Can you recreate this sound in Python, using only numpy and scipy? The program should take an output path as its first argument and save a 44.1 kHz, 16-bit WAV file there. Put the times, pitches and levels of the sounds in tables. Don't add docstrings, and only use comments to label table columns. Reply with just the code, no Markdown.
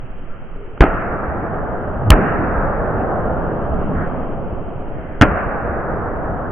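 import sys
import numpy as np
from scipy import signal
from scipy.fft import rfft, irfft, next_fast_len
from scipy.io import wavfile
from scipy.ndimage import uniform_filter1d

SR = 44100
rng = np.random.default_rng(int(sys.argv[2]) if len(sys.argv) > 2 else 0)


def transcribe(u):
    v = np.clip(np.atleast_2d(u).T, -1, 1)
    q = np.round(v * 32767).astype(np.int16)
    wavfile.write(sys.argv[1], SR, q)


N = 287253
TIME = np.arange(N) / SR
DULL_LIMIT_HZ = 3350

# start_s, thud_db, thud_hz, thud_t60_s,
# smack_db, smack_delay_s, smack_t60_s, snap_db
IMPACTS = [(0.8060, 12, 38.1, 0.13, 3.5, 0.0019, 0.071, -23.5),
           (0.8211, -2, 39.3, 0.25, -3.5, 0.0013, 0.3, -34.5),
           (2.102, 18, 51.7, 0.041, 2.5, 0.00184, .045, 8),
           (2.1138, 11.5, 38.6, 0.14, 5.5, 0.0046, 0.078, -36.5),
           (5.2118, 15.5, 71, 0.032, 9, 0.00044, 0.027, -19),
           (5.2197, 2.5, 57, 0.12, 7, 0.00089, 0.13, -16)]


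def gain_of(db):
    return 10 ** (np.asarray(db) / 20)


def evened(x):
    return x / np.sqrt(np.mean(x ** 2) + 1e-20)


def read(points, hz):
    point_hz, value = np.transpose(points)
    return np.interp(np.log(hz + 1), np.log(point_hz + 1), value)


def add(mix, start_s, sound):
    part = mix[:, round(start_s * SR):][:, :sound.shape[-1]]
    part += sound[..., :part.shape[1]]


def low_pass(x, hz):
    taps = signal.firwin(401, hz, window=("kaiser", 8), fs=SR)
    return signal.oaconvolve(x, taps[None], "same")


def stereo_spectra(hz, shape):
    # frequency_hz, correlation
    likeness = [(30, 0.61), (80, 0.67), (160, 0.77), (600, 0.89), (1300, 0.6), (3000, 0.22)]
    a, b, c, d = rng.standard_normal((4,) + shape)
    same = np.clip(read(likeness, hz), -1, 1)
    mid = np.sqrt(1 + same) * (a + 1j * b)
    side = np.sqrt(1 - same) * (c + 1j * d)
    return np.array([mid + side, mid - side])


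def noise(colour_db, size):
    hz = np.fft.rfftfreq(size, 1 / SR)
    return evened(irfft(stereo_spectra(hz, hz.shape) * gain_of(colour_db(hz)), size))


def burst(spectrum, t60_s, rise_s=0.0001, width=0.18):
    t = TIME[:8192]
    pair = noise(lambda hz: read(spectrum, hz), size=len(t))
    middle = pair.mean(0)
    narrow = middle + width * (pair - middle)
    return narrow * (1 - np.exp(-t / rise_s)) * gain_of(-60 * t / t60_s)


def thud(hz, t60_s, stiff_turns, relax_s, squash_s=0.003):
    t = TIME[:SR // 2]
    turns = hz * t + stiff_turns * (1 - np.exp(-t / relax_s))
    onset = 1 - np.exp(-t / squash_s)
    return -np.sin(2 * np.pi * turns) * onset * gain_of(-60 * t / t60_s)


def punches(slap_t60_s=0.021, snap_t60_s=0.013):
    # start_s, level_db
    slaps = [(0.776, -24.5), (0.839, 0), (0.8642, -6), (0.94, -9), (2.1356, -4), (5.254, -10.5)]
    # frequency_hz, relative_level_db
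    smack_spectrum = [(30, -20), (150, -1.5), (260, 6), (400, 7), (480, -6), (660, 6.5), (950, -8.5),
                      (1350, 2), (1800, -9.5), (2500, -16.5), (3200, -25.5), (3800, -61)]
    # frequency_hz, relative_level_db
    snap_spectrum = [(1000, -22.5), (3000, 9), (6000, -6), (9000, -6), (13000, -9.5), (16000, -8.5),
                     (19000, -28)]
    dull, bright = np.zeros((2, 2, N))
    for start_s, thud_db, hz, t60_s, smack_db, delay_s, smack_t60_s, snap_db in IMPACTS:
        add(dull, start_s, gain_of(thud_db) * thud(hz, t60_s, stiff_turns=0.41, relax_s=0.0022))
        add(dull, start_s + delay_s, gain_of(smack_db) * burst(smack_spectrum, smack_t60_s))
        add(bright, start_s + delay_s, gain_of(snap_db) * burst(snap_spectrum, snap_t60_s))
    for start_s, db in slaps:
        add(dull, start_s, gain_of(db) * burst(smack_spectrum, slap_t60_s))
    return low_pass(dull, DULL_LIMIT_HZ) + bright


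def whoosh(peak_s=2.082, peak_db=-7.5, peak_hz=100.1):
    rise_db_per_s, fall_db_per_s, sag_octaves_per_s = 230, 400, 7
    t = np.clip(TIME - peak_s, -.5, .5)
    level_db = peak_db + np.minimum(rise_db_per_s * t, -fall_db_per_s * t)
    hz = peak_hz * 2 ** (-sag_octaves_per_s * t)
    turns = -hz / (sag_octaves_per_s * np.log(2))
    return gain_of(level_db) * np.sin(2 * np.pi * turns)


def hall(patchy_db=1.0, build_s=0.025):
    drive_db = [-12, -9.5, -8]
    # frequency_hz, relative_level_db
    hall_spectrum = [(10, -23.5), (22, 11), (50, 2), (100, -0.5), (160, -2), (280, -6), (450, -4),
                     (700, -2.5), (950, -9.5), (1350, -5), (1700, -9.5), (2100, -19.5), (2800, -26),
                     (3500, -50)]
    # frequency_hz, t60_s
    hall_t60 = [(30, 7.2), (200, 11), (650, 8.62), (1000, 6.93), (1400, 5.17), (2000, 3.48), (2700, 1.9),
                (3400, 0.71)]
    early_db, early_t60_s = 2.5, 0.34
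    echo_delay_s, echo_spread_s, echo_db, echo_hz, echo_octaves = 0.18, .05, -2.5, 1600, 1.2
    frame_s = np.arange(N // 256 + 5) * 256 / SR
    bin_hz = np.fft.rfftfreq(1024, 1 / SR)

    octaves_off = np.log2((bin_hz + 1) / echo_hz)
    echo_colour = gain_of(echo_db) * np.exp(-.5 * (octaves_off / echo_octaves) ** 2)
    power = 0
    for impact, db in zip(IMPACTS[::2], drive_db):
        age_s = np.maximum(frame_s - impact[0], 0)[:, None]
        roar = gain_of(-60 * age_s / read(hall_t60, bin_hz))
        echo = echo_colour * np.exp(-.5 * ((age_s - echo_delay_s) / echo_spread_s) ** 2)
        early = gain_of(early_db - 60 * age_s / early_t60_s)
        drive = gain_of(db) * (1 - np.exp(-age_s / build_s))
        power = power + drive ** 2 * (early ** 2 + echo ** 2 + roar ** 2)
    patches = uniform_filter1d(rng.standard_normal(power.shape), size=4, axis=0)
    patches = evened(uniform_filter1d(patches, size=16, axis=1))
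    colour = gain_of(read(hall_spectrum, bin_hz) + patchy_db * patches)
    field = stereo_spectra(bin_hz, power.shape) * colour
    frames = np.array([field, field * np.sqrt(power)]).swapaxes(2, 3)
    steady, dying = signal.istft(frames, nperseg=1024, noverlap=768)[1][..., :N]
    return dying / steady.std()


def footfalls():
    # start_s, level_db, pitch_hz, t60_s
    steps = [(0.028, -28, 109, 0.16), (0.877, -6, 15, .35), (1.278, -9, 56, 0.13), (2.387, -10, 80, 0.16),
             (2.578, -6, 23, 0.34), (3.699, -12, 60, 0.41), (3.958, -15, 72, 0.22),
             (4.968, -29.5, 66, 0.22), (5.689, -9, 65, 0.3)]
    out = np.zeros((2, N))
    for start_s, db, hz, t60_s in steps:
        add(out, start_s, gain_of(db) * thud(hz, t60_s, stiff_turns=0.62, relax_s=0.031))
    return out


def soft_swells():
    # middle_s, level_db, spread_s, centre_hz, width_octaves
    swells = [(0.34, -43, 0.026, 1330, 0.24), (0.651, -39.5, 0.083, 409, 0.17),
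              (2.04, -26, 0.039, 150, 0.72), (2.2, -9.5, 0.055, 231.5, 0.86),
              (2.406, -13.5, 0.046, 243, 0.47), (3.01, -50, .02, 2600, 0.086), (3.1, -22, 0.21, 580, 0.51),
              (3.778, -31, 0.13, 64.7, 0.23), (3.92, -24.5, 0.17, 178.3, 0.41),
              (3.839, -50, 0.036, 2140, 0.34), (4.009, -29, 0.051, 1334, 0.33),
              (4.153, -33, 0.13, 650, 0.83), (5.08, -43.5, 0.14, 1510, 0.34)]
    out = np.zeros((2, N))
    size = 2 ** 15
    for middle_s, db, spread_s, centre_hz, octaves in swells:
        band = noise(lambda hz: -4.3 * (np.log2((hz + 1) / centre_hz) / octaves) ** 2, size=size)
        start_s = max(middle_s - size / 2 / SR, 0)
        envelope = np.exp(-.5 * ((TIME[:size] + start_s - middle_s) / spread_s) ** 2)
        add(out, start_s, gain_of(db) * band * envelope)
    return out


def background(level_db=-27.5):
    # frequency_hz, relative_level_db
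    rumble_spectrum = [(10, -4), (22, 0.5), (35, -15.5), (55, -20.5), (170, -23), (320, -27.5), (650, -31),
                       (1000, -38), (1350, -34.5), (1800, -42.5), (2300, -46), (2750, -46.5), (3200, -50),
                       (3550, -71.5)]
    return gain_of(level_db) * noise(lambda hz: read(rumble_spectrum, hz), size=N)


def lagged(x, seconds):
    keep = np.exp(-1 / (seconds * SR))
    return signal.lfilter([1 - keep], [1, -keep], x)


def gain_control(x):
    sense_above_hz, sense_s = 300, .04
    duck_above_db, duck_share, duck_lag_s, recover_db_per_s = -17.5, 0.76, 0.031, 5.5
    bass_cut = signal.butter(2, sense_above_hz, "high", fs=SR, output="sos")
    sensed = signal.sosfilt(bass_cut, x.mean(0))
    sensed_db = 10 * np.log10(lagged(sensed ** 2, sense_s) + 1e-12)
    over_db = np.maximum(sensed_db - duck_above_db, 0)
    recovery_db = recover_db_per_s * TIME
    duck_db = np.maximum.accumulate(duck_share * over_db + recovery_db) - recovery_db
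    return x * gain_of(-lagged(duck_db, duck_lag_s))


def scene():
    room = low_pass(hall() + footfalls() + soft_swells() + background(), DULL_LIMIT_HZ)
    return (punches() + whoosh() + room) * gain_of([[-.3], [.3]])


def record(dry, hiss_db=-87):
    # frequency_hz, gain_db
    treble = [(2500, 0), (3200, 0), (4000, -3.5), (6000, 0.5), (10000, -1), (16000, -4)]
    held = gain_control(dry)
    clipped = held / (1 + held ** 6) ** (1 / 6)
    hissing = clipped + gain_of(hiss_db) * rng.standard_normal(N)
    size = next_fast_len(N)
    hz = np.fft.rfftfreq(size, 1 / SR)
    coloured = irfft(rfft(hissing, size) * gain_of(read(treble, hz)), size)[:, :N]
    return low_pass(coloured, 16000)


dry = scene()
out = record(dry)
transcribe(out)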